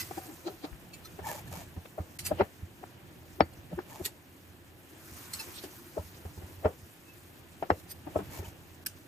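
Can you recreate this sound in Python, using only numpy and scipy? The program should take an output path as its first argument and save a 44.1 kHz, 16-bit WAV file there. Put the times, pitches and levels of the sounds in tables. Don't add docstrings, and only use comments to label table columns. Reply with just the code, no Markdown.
import sys
import numpy as np
from scipy import signal
from scipy.fft import rfft, irfft, next_fast_len
from scipy.io import wavfile

SR = 44100
rng = np.random.default_rng(int(sys.argv[2]) if len(sys.argv) > 2 else 0)


def dump(signal):
    limited = np.clip(np.atleast_2d(signal).T, -1, 1)
    pcm = np.round(limited * 32767).astype(np.int16)
    wavfile.write(sys.argv[1], SR, pcm)


def amplitude_ratio(level_db):
    exponent = np.asarray(level_db, float) / 20
    return 10 ** exponent


N = 399987

T = np.arange(round(.22 * SR)) / SR - .06
PORTS = np.array([[1], [-1]])

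# frequency in Hz, level under the sum in dB.
SIDE_SHARE = [(60, -20), (110, -7.5), (200, -14), (380, -7.5), (700, -4), (1290, 0.5), (2380, -1),
              (4400, 1), (8120, -11.5), (15000, -11.5)]

# frequency in Hz, level in dB per Hz.
FRYING_COLOUR = [(1470, 1), (2500, -2), (3140, -6), (3290, -6), (4360, -4.5), (6430, -1.5), (10000, -4),
                 (12700, 0.5), (14500, -1), (15400, -2.5)]
KITCHEN_COLOUR = [(120, -65), (200, -1), (346, 4), (409, -5), (473, -6), (796, -8.5), (1260, -16),
                  (1760, -13), (2110, -17), (2600, -15.5), (3170, -18), (4500, -27.5), (5850, -38),
                  (9900, -120)]
RUMBLE_COLOUR = [(15, -63), (25, -23), (48, -16.5), (72, -10.5), (86, 0.5), (102, -6.5), (123, -6.5),
                 (190, -10), (250, -58), (420, -120)]
# time in seconds, frying level in dB.
PAN_NEARNESS = [(0, -49), (.12, -51), (.45, -55), (.7, -61), (1, -58.5), (2.3, -60), (2.7, -62),
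                (4.05, -61), (4.2, -62), (4.77, -63), (5, -57), (5.38, -46.5), (5.71, -53.5), (6.2, -56.5),
                (6.9, -59.5), (8.15, -60), (8.36, -54.5), (8.52, -60.5)]
# time in seconds, level over rest in dB.
HAND_EFFORT = [(0, 4.5), (.5, 0.5), (1, 4), (1.3, 7), (1.6, 9), (1.8, 0), (2.2, 3.5), (2.32, 15.5),
               (2.5, 1.6), (3.95, 4.5), (4.2, -1), (5.2, 1.5), (6.2, 1.5), (6.55, 3.5), (6.9, -1.5),
               (8.03, 3), (8.2, 11), (8.7, 1)]
KITCHEN_DB, RUMBLE_DB, FAR_PAN_DB = -58, -58, -60.5
KITCHEN_FOLLOWS_EFFORT, KITCHEN_FOLLOWS_PAN = 0.58, 0.21

# peak in seconds, peak level in dB.
THUDS = [(1.455, -33), (1.529, -35), (1.679, -33.5), (1.78, -24), (2.008, -20), (2.24, -36), (2.336, -28),
         (2.421, -21.5), (2.636, -24), (3.428, -20), (3.593, -34), (4.023, -30), (5.125, -33.5),
         (5.998, -23.5), (6.059, -34), (6.157, -36), (6.263, -25), (6.384, -27.5), (6.443, -28.5),
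         (6.586, -34), (6.663, -15.5), (6.835, -37), (7.723, -18.5), (8.175, -24), (8.401, -22),
         (8.483, -27)]
SLAB_HZ = 85.4
# peak in seconds, peak level in dB, pitch in Hz.
NUDGES = [(0.13, -37.5, 136), (1.138, -39, 170), (1.297, -34, 145), (1.501, -35.5, 129),
          (1.579, -31.5, 170), (2.211, -37, 126), (3.737, -24.5, 172)]
# peak in seconds, peak level in dB, pitch in Hz, left over right in dB.
PORT_BUMP = [
    (0.731, -36.5, 59, 21),
]

# bite in seconds, lead-in in seconds, drag in seconds, edge hiss in dB, wood tone in dB.
STROKES = [
    (1.28, 0.062, 0.11, -45, -41),
    (1.535, 0.041, 0.09, -49, -46),
    (3.92, 0.079, 0.17, -55.5, -51),
    (8.35, 0.071, 0.042, -49.5, -47),
    (8.45, 0.016, 0.043, -55, -53),
]
# resonance in Hz, width in Hz, level in dB.
SCRAPED_WOOD = [(620, 130, 4), (840, 125, 5.5), (1200, 270, -19), (1760, 150, -7), (2250, 140, -6),
                (3100, 230, -20)]
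# frequency in Hz, level in dB per Hz.
EDGE_COLOUR = [(1180, -24), (2000, -21), (2270, -28), (3610, -20), (7280, -8.5), (7930, -14.5),
               (10500, -14.5), (12200, -10), (15400, -16)]
EDGE_LEAD_IN_DB, WOOD_LEAD_IN_DB = 29, 38
EDGE_SAG_DB_PER_S, WOOD_SAG_DB_PER_S = 42, 49
LIFT_DB_PER_S = 500

# peak in seconds, peak level in dB, centre in Hz, rise in ms, fall in ms.
RASPS = [(0.111, -49, 13160, 7.5, 35), (0.183, -45, 3500, 11, 5.5), (1.48, -49.5, 13000, 8.6, 12),
         (2.191, -32, 7140, 2, 14.5), (4.054, -25.5, 7400, 4.1, 10.3), (4.06, -25, 6450, 2.2, 5.4),
         (4.07, -46, 5500, 33, 13), (5.642, -41.5, 2880, 12, 15), (7.8, -50.5, 9000, 29, 13),
         (8.18, -48, 13100, 16, 20), (8.8745, -36, 9000, 1.5, 3.5), (8.883, -44, 7500, 3, 18)]
# peak in seconds, peak level in dB, centre in Hz, rise in ms, fall in ms.
TICKS = [(.474, -42.5, 4020, 8.5, 13), (0.651, -44.5, 3280, 13, 6.8), (0.729, -49.5, 1490, .53, 5.7),
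         (1.859, -49, 2070, 4, 5.8), (2.399, -42.5, 2500, 9.9, 8.7), (7.702, -47, 4200, 1.5, 3),
         (2.268, -44.5, 1700, 10, 15), (2.193, -48, 2100, 4, 7.7), (5.173, -50, 7710, 7.2, 29),
         (5.589, -44, 3270, 26, 9.8), (6.145, -55.5, 3100, 3.3, 13)]
RASP_SLOPE_DB, TICK_SLOPE_DB = 1.06, 12
# peak in seconds, peak level in dB, pitch in Hz, half length in ms.
PING = [
    (7.1, -52, 2630, 20),
]
# peak in seconds, peak level in dB, centre of the rasp in Hz, rise in ms, fall in ms.
CLINKS = [
    [(0.013, -27.5, 4200, 25, 16)],
    [(5.403, -32.5, 4000, 8.7, 10.5)],
    [(0.94, -41, 3400, 5.6, 15)],
    [(2.267, -25.5, 4500, 10.7, 17)],
    [(7.916, -35, 8000, 13, 10)],
    [(1.056, -41.5, 3440, 7, 14)],
    [(3.537, -53, 8550, 5, 5.3), (5.338, -27.5, 5660, 3, 6.6), (5.351, -36, 6000, 4.7, 13)],
    [(5.56, -46, 8170, 14, 11)],
]
# frequency in Hz, width in Hz, level in dB.
STEEL_A = [(2010, 46, -2), (2610, 30, -2.5), (4230, 45, -4.5), (5050, 63, 1.5), (6180, 170, -4),
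           (6940, 180, -10), (8100, 180, -16), (8900, 90, -10), (12100, 85, -3), (13600, 29, -16)]
STEEL_B = [(2640, 37, -0.5), (4200, 60, -2), (5080, 32, 0), (6870, 62, -12), (8000, 100, -15),
           (9470, 57, -6), (11400, 41, -16)]
STEEL_C = [(2320, 39, -2), (2630, 39, 5), (3990, 29, -4), (4400, 72, 1), (5420, 37, -7), (5910, 25, -17),
           (7170, 44, -3), (7990, 64, -14), (8900, 68, -8)]
STEEL_D = [(2630, 69, 0.5), (4470, 46, 0), (5020, 91, 2), (6040, 120, -1), (7180, 220, -2),
           (3620, 140, -14), (8100, 56, 2), (9300, 54, -1), (9800, 27, -13), (9940, 74, -3), (11200, 78, 3),
           (12260, 260, 2), (13400, 39, -6)]
STEEL_E = [(4560, 63, -4), (5030, 33, 0), (5940, 44, -10), (7260, 77, -15), (8600, 54, -8), (9000, 63, -3),
           (9350, 120, -7), (10550, 84, -10), (11970, 49, 1.5), (14000, 91, -7), (14400, 40, -3)]
STEEL_F = [(3610, 46, -2), (4160, 70, 3), (4980, 60, -5), (5500, 23, -10), (5940, 86, -1), (8700, 46, -9),
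           (8750, 200, -8), (12130, 35, -4)]
STEEL_G = [(4290, 130, 6), (5030, 43, -0.5), (5900, 180, -11), (6900, 150, -5), (7970, 80, 4.5),
           (9050, 160, -1.5), (9800, 26, -9), (10300, 21, -23), (11900, 30, -18), (14000, 30, -22)]
STEEL_H = [(8260, 51, -3), (9400, 90, -12)]
STEELS = (STEEL_A, STEEL_B, STEEL_C, STEEL_D, STEEL_E, STEEL_F, STEEL_G, STEEL_H)
RING_DB = 3.5

# middle in seconds, peak level in dB, half length in ms.
SKIDS = [
    (8.8665, -20.5, 5),
]
# frequency in Hz, width in Hz, level in dB.
SKID_RINGS = [(1700, 280, -7.5), (2670, 670, -10), (5230, 1500, -2.5), (7970, 250, -7), (8800, 250, -6.5),
              (10000, 320, -7), (11400, 1100, -1), (13460, 600, -3)]

# peak in seconds, peak level in dB, pitch in Hz, half length in ms.
CATCHES = [(1.227, -50, 883, 5), (1.243, -40, 877, 4.8), (1.259, -36, 900, 7.1), (1.27, -32, 840, 5.5),
           (1.296, -39, 627, 8.9), (1.3, -38, 956, 7.4), (1.324, -45, 810, 11), (1.349, -44, 590, 8.8),
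           (1.389, -50, 870, 6.5), (1.407, -52, 706, 3.5), (1.518, -43, 740, 2.5), (1.545, -49, 790, 5.7),
           (1.557, -47, 814, 4.1), (1.601, -48, 690, 5), (1.62, -48, 650, 5.4), (1.235, -51, 1790, 4),
           (1.248, -46, 1760, 5), (1.25, -52, 2250, 6.8), (1.27, -50, 2260, 7.7), (1.293, -40.5, 1750, 10),
           (1.315, -45, 1670, 8.2), (1.348, -50, 1790, 4.3), (1.385, -58, 1880, 4), (1.479, -51.5, 1740, 6),
           (1.532, -50, 800, 6), (1.572, -50, 830, 7), (1.555, -58, 2250, 6), (1.585, -52, 900, 5),
           (1.62, -54, 1700, 5.4), (3.93, -57, 1780, 11), (3.925, -52, 960, 8), (8.204, -49, 1480, 4),
           (8.286, -67, 1650, 4.6), (8.308, -53, 902, 4.5), (8.335, -55, 945, 5.5), (8.37, -52, 910, 8.9),
           (8.352, -46, 2250, 4.6), (8.411, -60, 1780, 4), (8.445, -50.5, 2540, 3.5),
           (8.456, -52, 900, 6.6), (8.455, -51, 3020, 6)]
# peak in seconds, peak level in dB, pitch in Hz, half length in ms.
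SWELLS = [(.113, -36, 350, 4.7), (.185, -36.5, 785, 7.2), (.225, -50.5, 750, 23), (.3, -55, 805, 34),
          (0.329, -50, 336, 13), (.474, -26, 349, 11.4), (.48, -37, 830, 7), (0.502, -42, 400, 11),
          (.525, -52, 744, 15), (0.544, -47.5, 328, 9.2), (2.403, -20, 367, 5.5),
          (3.4065, -32.5, 5120, 0.77), (3.42, -55, 4500, 11), (3.4085, -22.5, 2250, 2.1),
          (4.061, -42.5, 400, 6.4), (2.411, -21, 900, 3.8), (7.706, -41, 560, 2.7), (8.869, -50, 1700, 3),
          (3.76, -42, 70.6, 16), (2.196, -41.5, 2120, 4.4), (3.39, -40.5, 350, 3.2),
          (8.215, -39.5, 193, 16), (2.0, -43, 300, 16), (3.4, -33, 700, 1), (3.429, -38.5, 327, 15),
          (3.724, -42, 557, 7.1), (3.787, -27.5, 354, 8), (3.79, -29, 920, 0.89), (3.79, -36.5, 1590, 1.4),
          (3.806, -46, 334, 3.5), (4.063, -40.5, 1906, 8.3), (5.66, -45, 300, 9.2), (5.705, -54, 368, 9.2),
          (5.869, -51, 326, 8.4), (5.972, -31.5, 350, 3.7), (5.995, -52, 980, 8.6), (6.02, -50, 626, 8.5),
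          (6.663, -25, 620, 7.9), (1.06, -50, 1305, 6.7), (7.709, -29, 358, 10.4), (7.712, -46, 1160, 5),
          (8.151, -44, 710, 3.1), (8.174, -31, 620, 3.6), (8.214, -42.5, 300, 15)]

# peak in seconds, peak level in dB, loudest mode in Hz, rise in ms.
SLAMS = [
    (1.858, -47, 550, 4.9),
    (2.84, -40.5, 756, 8.3),
    (2.4098, -22, 635, 4.6),
    (3.4074, -11, 626, 2.2),
    (5.968, -47, 594, 3.6),
    (7.704, -15, 665, .84),
]
# peak in seconds, peak level in dB, loudest mode in Hz, rise in ms.
ROCKS = [(.112, -37, 765, 2.7), (0.179, -36, 328, 6.9), (.26, -51, 330, 2.4), (0.481, -33, 341, 11),
         (1.192, -36, 400, 4), (2.403, -27, 564, 5.6), (2.416, -23.5, 400, 7.6), (3.412, -25.5, 575, 1.8),
         (3.789, -32.5, 353, 5), (6.252, -43.5, 408, 1.2), (6.376, -46, 382, 3.2), (6.424, -48, 350, 9),
         (6.65, -27, 600, 5.5), (6.656, -20, 430, 1.8), (7.626, -27, 670, 1.3), (7.714, -28, 500, 1.6),
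         (8.399, -43.5, 363, 6.4), (8.428, -44.5, 397, 3)]
# peak in seconds, peak level in dB, loudest mode in Hz, rise in ms.
PADDED = [
    (2.3172, -22.5, 617, 5.3),
    (3.73, -39, 594, 7.9),
    (4.012, -35.5, 361, 11),
    (5.979, -29, 610, 5.2),
    (8.161, -21, 630, 4.1),
]
# peak in seconds, peak level in dB, loudest mode in Hz, rise in ms.
LEANS = [(.3, -44.5, 307, 24), (0.644, -34, 300, 6.4), (1.766, -44, 290, 3.1), (1.983, -34.5, 626, 4),
         (5.41, -50, 884, 9.7), (5.479, -46.5, 343, 7.5), (5.639, -39, 370, 1.9), (6.67, -49, 593, 2.7),
         (8.072, -38.5, 300, 5.6), (8.19, -33, 400, 3.3)]
# fall in ms, hard part in dB, crack in dB.
CONTACT = [
    (1.83, -19, 0.5),
    (6.6, -21.5, -17),
    (5.1, -37, -40),
    (11.1, -22.5, -22),
]
# frequency in Hz, level in dB, 60 dB decay in seconds.
BOARD_LOW = [(204, -12.5, 0.043), (300, -11.5, 0.046), (400, -1, 0.017), (490, -15.5, 0.0076),
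             (633, -15.5, 0.038), (756, -11.5, 0.039), (860, -23, 0.044), (1296, -27, 0.075)]
BOARD_HIGH = [(1275, 8, 0.037), (1416, 8, 0.066), (1786, 10, 0.045), (2320, -14, 0.074),
              (2620, -5.5, 0.037), (3100, -23, 0.017), (3500, -15, 0.03), (4050, -8, 0.046),
              (4500, -11, 0.11), (5270, -9, 0.04)]
CRACK_MS = 0.25

# middle in seconds, half length in ms, gain in dB.
DUCKS = [
    (2.182, 5.6, -40),
    (3.389, 3.2, -2),
    (4.04, 1, 1),
    (8.846, 4.5, -29),
]


def at_hz(points, hz):
    points_hz, points_db = np.transpose(points)
    return np.interp(np.log(hz), np.log(points_hz), points_db)


def in_time(rows):
    return np.interp(np.arange(N) / SR, *np.transpose(rows))


def drift(rate):
    r = np.exp(-80 * np.pi * rate / SR)
    slow = signal.lfilter([1], [1, -2 * r, r * r], rng.standard_normal(N // 40 + 2002))[2000:]
    return np.interp(np.arange(N) / 40, np.arange(len(slow)), slow / slow.std())


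def grains(per_s, spread_db):
    sizes_db = spread_db * np.minimum(rng.exponential(1, (2, N)), 5)
    sizes = amplitude_ratio(sizes_db) * rng.standard_normal((2, N))
    return sizes * (rng.random(N) < per_s / SR)


def to_ports(mid, side, hz):
    return mid + amplitude_ratio(at_hz(SIDE_SHARE, hz)) * side * PORTS


def coloured(source, spectrum, patchy_db):
    size = next_fast_len(N)
    hz = np.maximum(np.arange(size // 2 + 1) * SR / size, 1)
    both = to_ports(*(rfft(source, size) * amplitude_ratio(at_hz(spectrum, hz))), hz)
    out, together = 0, drift(8.5)
    lowest, highest = np.log2(spectrum[0][0]), np.log2(spectrum[-1][0])
    for centre in np.arange(np.floor(lowest), highest + 1, .5):
        share = np.cos(np.pi / 2 * np.clip(2 * (np.log2(hz) - centre), -1, 1)) ** 2
        flicker_db = patchy_db * (0.52 * together + drift(22.0))
        out = out + amplitude_ratio(flicker_db) * irfft(both * share, size)[:, :N]
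    return out / out.mean(0).std()


def add(out, s, sound):
    i = round((s - .06) * SR)
    part = sound[:, max(-i, 0):N - i]
    out[:, max(i, 0):max(i, 0) + part.shape[1]] += part


def shape(rise_ms, fall_ms, bend=0.83):
    ms = 1000 * T
    return np.exp(-np.maximum(-ms / max(rise_ms, .3), ms / max(fall_ms, .3)) ** bend)


def flutter(knots, depth):
    size = len(T)
    return 1 + depth * np.interp(np.arange(size), np.linspace(0, size, knots), rng.standard_normal(knots))


def rasp(swell, centre_hz, slope_db, wide_db=0.):
    hz = np.maximum(np.arange(len(swell) // 2 + 1) * SR / len(swell), 1)
    bumps_db = 4 * np.interp(hz, np.arange(60) * 400, rng.standard_normal(60))
    bumps_db -= 0.57 * np.maximum(hz / 1000 - 12.5, 0)
    colour_db = bumps_db - slope_db * np.log2(hz / centre_hz) ** 2
    mid, side = rfft(rng.standard_normal((2, len(swell)))) * amplitude_ratio(colour_db)
    out = swell * irfft(to_ports(mid, amplitude_ratio(wide_db * (hz > 6000)) * side, hz), len(swell))
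    return out / np.abs(out.mean(0)).max()


def struck(swell, modes, scatter_db, wide):
    t = np.arange(len(swell))[:, None] / SR
    hz, db, t60 = np.transpose(modes)
    chance = rng.standard_normal((2, len(hz)))
    gap = wide * np.arctan(amplitude_ratio(at_hz(SIDE_SHARE, hz))) * np.sign(chance[1])
    soft_start = 1 - np.exp(-t * hz)
    decay = amplitude_ratio(db + scatter_db * chance[0] - 60 * t / t60) * soft_start
    rings = [(decay * np.sin(2 * np.pi * hz * t + side * gap)).sum(1) for side in (1, -1)]
    chatter = swell * rng.standard_normal(len(swell))
    out = signal.fftconvolve(rings, chatter[None])[:, :len(swell)]
    return out / np.abs(out.mean(0)).max()


def background():
    frying_db, effort_db = in_time(PAN_NEARNESS), in_time(HAND_EFFORT)
    kitchen_db = KITCHEN_DB + KITCHEN_FOLLOWS_EFFORT * effort_db
    kitchen_db = kitchen_db + KITCHEN_FOLLOWS_PAN * (frying_db - FAR_PAN_DB)
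    frying = coloured(grains(per_s=15000, spread_db=0.0), FRYING_COLOUR, patchy_db=1.68)
    kitchen = coloured(rng.standard_normal((2, N)), KITCHEN_COLOUR, patchy_db=1.3)
    rumble = coloured(rng.standard_normal((2, N)), RUMBLE_COLOUR, patchy_db=1.5) * amplitude_ratio(-1.2 * PORTS)
    return amplitude_ratio(frying_db) * frying + amplitude_ratio(kitchen_db) * kitchen + amplitude_ratio(RUMBLE_DB + effort_db) * rumble


def counter():
    out = np.zeros((2, N))
    swell = np.exp(-(np.minimum(T, 0) / 0.0098) ** 2 - np.maximum(T, 0) / 0.014)
    pushes = [(*push, SLAB_HZ) for push in THUDS] + NUDGES
    for s, db, hz, pan_db in [(*push, -2.0) for push in pushes] + PORT_BUMP:
        swing = swell * np.sin(2 * np.pi * (hz * T + rng.random()))
        swing += amplitude_ratio(-10.0) * swell ** 2.1 * np.sin(2 * np.pi * ((hz + 95) * T + rng.random()))
        add(out, s, amplitude_ratio(db - 7.5) * swing * amplitude_ratio(pan_db / 2 * PORTS))
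    return out


def steel_rasps():
    out = np.zeros((2, N))
    contacts = [(*row, RASP_SLOPE_DB) for row in RASPS] + [(*row, TICK_SLOPE_DB) for row in TICKS]
    for s, db, hz, rise_ms, fall_ms, slope_db in contacts:
        thin = signal.butter(2, hz / 18.0, "high", fs=SR, output="sos")
        chatter = rasp(shape(rise_ms, fall_ms), hz, slope_db, wide_db=5.0)
        add(out, s, amplitude_ratio(db + 4.0) * signal.sosfilt(thin, chatter))
    return out


def ping():
    out = np.zeros((2, N))
    for s, db, hz, half_ms in PING:
        add(out, s, amplitude_ratio(db) * shape(half_ms, half_ms) * np.sin(2 * np.pi * hz * (T + .06) + .7 * PORTS))
    return out


def partial(hz, width_hz, rise_ms, fall_ms):
    start, gap = rng.uniform(-np.pi, np.pi, 2)
    port_gap = 0.66 * np.sign(gap) * amplitude_ratio(at_hz(SIDE_SHARE, hz)) * PORTS
    fade = shape(1.36 * rise_ms, fall_ms * np.clip(70 / width_hz, .7, 1.3), bend=1.95)
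    fade = fade * flutter(45 + round(hz / 150), .1 + width_hz / 110 + hz / 40000)
    fade = np.roll(fade, round(gap * rise_ms * SR / 7000))
    return fade * np.sin(2 * np.pi * hz * T + start + port_gap)


def clinks():
    out = np.zeros((2, N))
    for touches, partials in zip(CLINKS, STEELS):
        for s, db, hz, rise_ms, fall_ms in touches:
            ringing = sum(amplitude_ratio(level_db) * partial(f, width, rise_ms, fall_ms) for f, width, level_db in partials)
            chatter = rasp(shape(rise_ms, fall_ms, bend=1.0), hz, slope_db=0.5, wide_db=6.0)
            sound = chatter + amplitude_ratio(RING_DB) * ringing / np.abs(ringing).max()
            add(out, s, amplitude_ratio(db + 4.0) * sound / np.sqrt(1 + amplitude_ratio(2 * RING_DB)))
    return out


def steel():
    return (steel_rasps() + ping() + clinks()) * amplitude_ratio(-.8 * PORTS)


def skid():
    out = np.zeros((2, N))
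    hz = np.maximum(np.arange(len(T) // 2 + 1) * SR / len(T), 1)
    for s, db, half_ms in SKIDS:
        sound = 0
        for f, width, level_db in SKID_RINGS:
            resonance = 1 / (1 + (2 * (hz - f) / width) ** 2) / np.sqrt(width)
            mid, side = rfft(rng.standard_normal((2, len(T)))) * resonance
            sound = sound + amplitude_ratio(level_db) * irfft(to_ports(mid, amplitude_ratio(0.5) * side, hz), len(T))
        sound = sound * np.exp(-(1000 * T / half_ms) ** 10)
        add(out, s, amplitude_ratio(db) * sound / np.abs(sound.mean(0)).max())
    return out


def stroke_db(lead_in_db, sag_db_per_s, levels_db):
    t, strokes_db = np.arange(N) / SR, []
    for (s, lead_s, drag_s, *_), db in zip(STROKES, levels_db):
        climb_db = lead_in_db * (np.maximum(s - t, 0) / lead_s) ** 2
        fade_db = sag_db_per_s * (t - s) + LIFT_DB_PER_S * np.maximum(t - s - drag_s, 0)
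        strokes_db.append(db - np.maximum(climb_db, fade_db))
    return np.max(strokes_db, axis=0)


def blade():
    catches, wood = grains(per_s=5000, spread_db=3), 0
    for hz, width, db in SCRAPED_WOOD:
        r = np.exp(-np.pi * width / SR)
        poles = [1, -2 * r * np.cos(2 * np.pi * hz / SR), r * r]
        mid, side = signal.lfilter([1 - r * r, 0, r * r - 1], poles, catches)
        wood = wood + amplitude_ratio(db + 3.3 * drift(36)) * to_ports(mid, amplitude_ratio(0.5) * side, hz)
    *_, edge_peaks_db, wood_peaks_db = np.transpose(STROKES)
    edge_db = stroke_db(EDGE_LEAD_IN_DB, EDGE_SAG_DB_PER_S, edge_peaks_db)
    wood_db = stroke_db(WOOD_LEAD_IN_DB, WOOD_SAG_DB_PER_S, wood_peaks_db)
    hiss = coloured(catches, EDGE_COLOUR, patchy_db=0.0)
    return amplitude_ratio(edge_db) * hiss + amplitude_ratio(wood_db) * wood / wood.std()


def swells():
    out = np.zeros((2, N))
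    for s, db, hz, half_ms in CATCHES + SWELLS:
        gap = np.arctan(amplitude_ratio(at_hz(SIDE_SHARE, hz) - 3.0))
        swell = np.exp(-(1000 * T / np.where(T < 0, half_ms, 1.2 * half_ms)) ** 2)
        swell = swell * flutter(90, min(hz / 3000, .9))
        add(out, s, amplitude_ratio(db) * swell * np.cos(2 * np.pi * hz * T + gap * PORTS) / np.cos(gap))
    return out * amplitude_ratio(1.2 * PORTS)


def knock(hz, rise_ms, fall_ms, hard_db, crack_db):
    low_band = signal.butter(2, [170, 1400], "band", fs=SR, output="sos")
    high_band = signal.butter(2, [1000, 6500], "band", fs=SR, output="sos")
    chatter = shape(.8 * rise_ms, .4 * fall_ms)
    before, after = shape(rise_ms, fall_ms, bend=1.7), shape(rise_ms, 1.03 * fall_ms, bend=1.53)
    spot = np.where(T < 0, before, after) * np.cos(2 * np.pi * hz * T + .35 * PORTS)
    held = np.clip(0.4 + fall_ms / 16, .4, 1.2)
    low = struck(chatter, np.multiply(BOARD_LOW, [1, 1, held]), scatter_db=1.0, wide=0.87)
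    low = signal.sosfilt(low_band, low)
    high = signal.sosfilt(high_band, struck(chatter, BOARD_HIGH, scatter_db=0.0, wide=1.0))
    slap = rasp(shape(rise_ms, 1.87 * fall_ms), centre_hz=1250, slope_db=9.2)
    dull = rasp(shape(1.83 * rise_ms, 2.33 * fall_ms), centre_hz=550, slope_db=15.0)
    step = 1000 * T / CRACK_MS + .45 * PORTS
    crack = (1 - step ** 2) * np.exp(-step ** 2 / 2)
    body = amplitude_ratio(-2.0) * spot + amplitude_ratio(-5.5) * low + amplitude_ratio(-10.0) * dull
    return body + amplitude_ratio(hard_db) * (high + amplitude_ratio(7.5) * slap) + amplitude_ratio(crack_db) * crack


def board():
    out = np.zeros((2, N))
    for knocks, contact in zip((SLAMS, ROCKS, PADDED, LEANS), CONTACT):
        for s, db, hz, rise_ms in knocks:
            sound = knock(hz, max(rise_ms - 1.2, .8), *contact)
            add(out, s, amplitude_ratio(db + 5.5) * sound * amplitude_ratio(1.5 * PORTS))
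    return out


def scene():
    return background() + counter() + steel() + skid() + blade() + swells() + board()


def roll_off(x):
    return signal.sosfilt(signal.butter(12, 16500, fs=SR, output="sos"), x)


def record(dry):
    treble = signal.sosfiltfilt(signal.butter(2, 1200, "high", fs=SR, output="sos"), dry)
    opened = 0
    for s, half_ms, db in DUCKS:
        ms = (np.arange(N) / SR - s) * 1000
        dry = dry - treble * (1 - amplitude_ratio(db)) * np.exp(-(ms / half_ms) ** 4)
        opened = opened + np.exp(-((ms - 20) / 16) ** 4)
    cut = signal.sosfiltfilt(signal.ellip(10, .3, 50, 15150, fs=SR, output="sos"), dry)
    wider = signal.sosfiltfilt(signal.ellip(10, .3, 50, 16400, fs=SR, output="sos"), dry)
    mix = cut + amplitude_ratio(-22) * opened * (wider - cut)
    return roll_off(mix)


dry = scene()
out = record(dry)
dump(out)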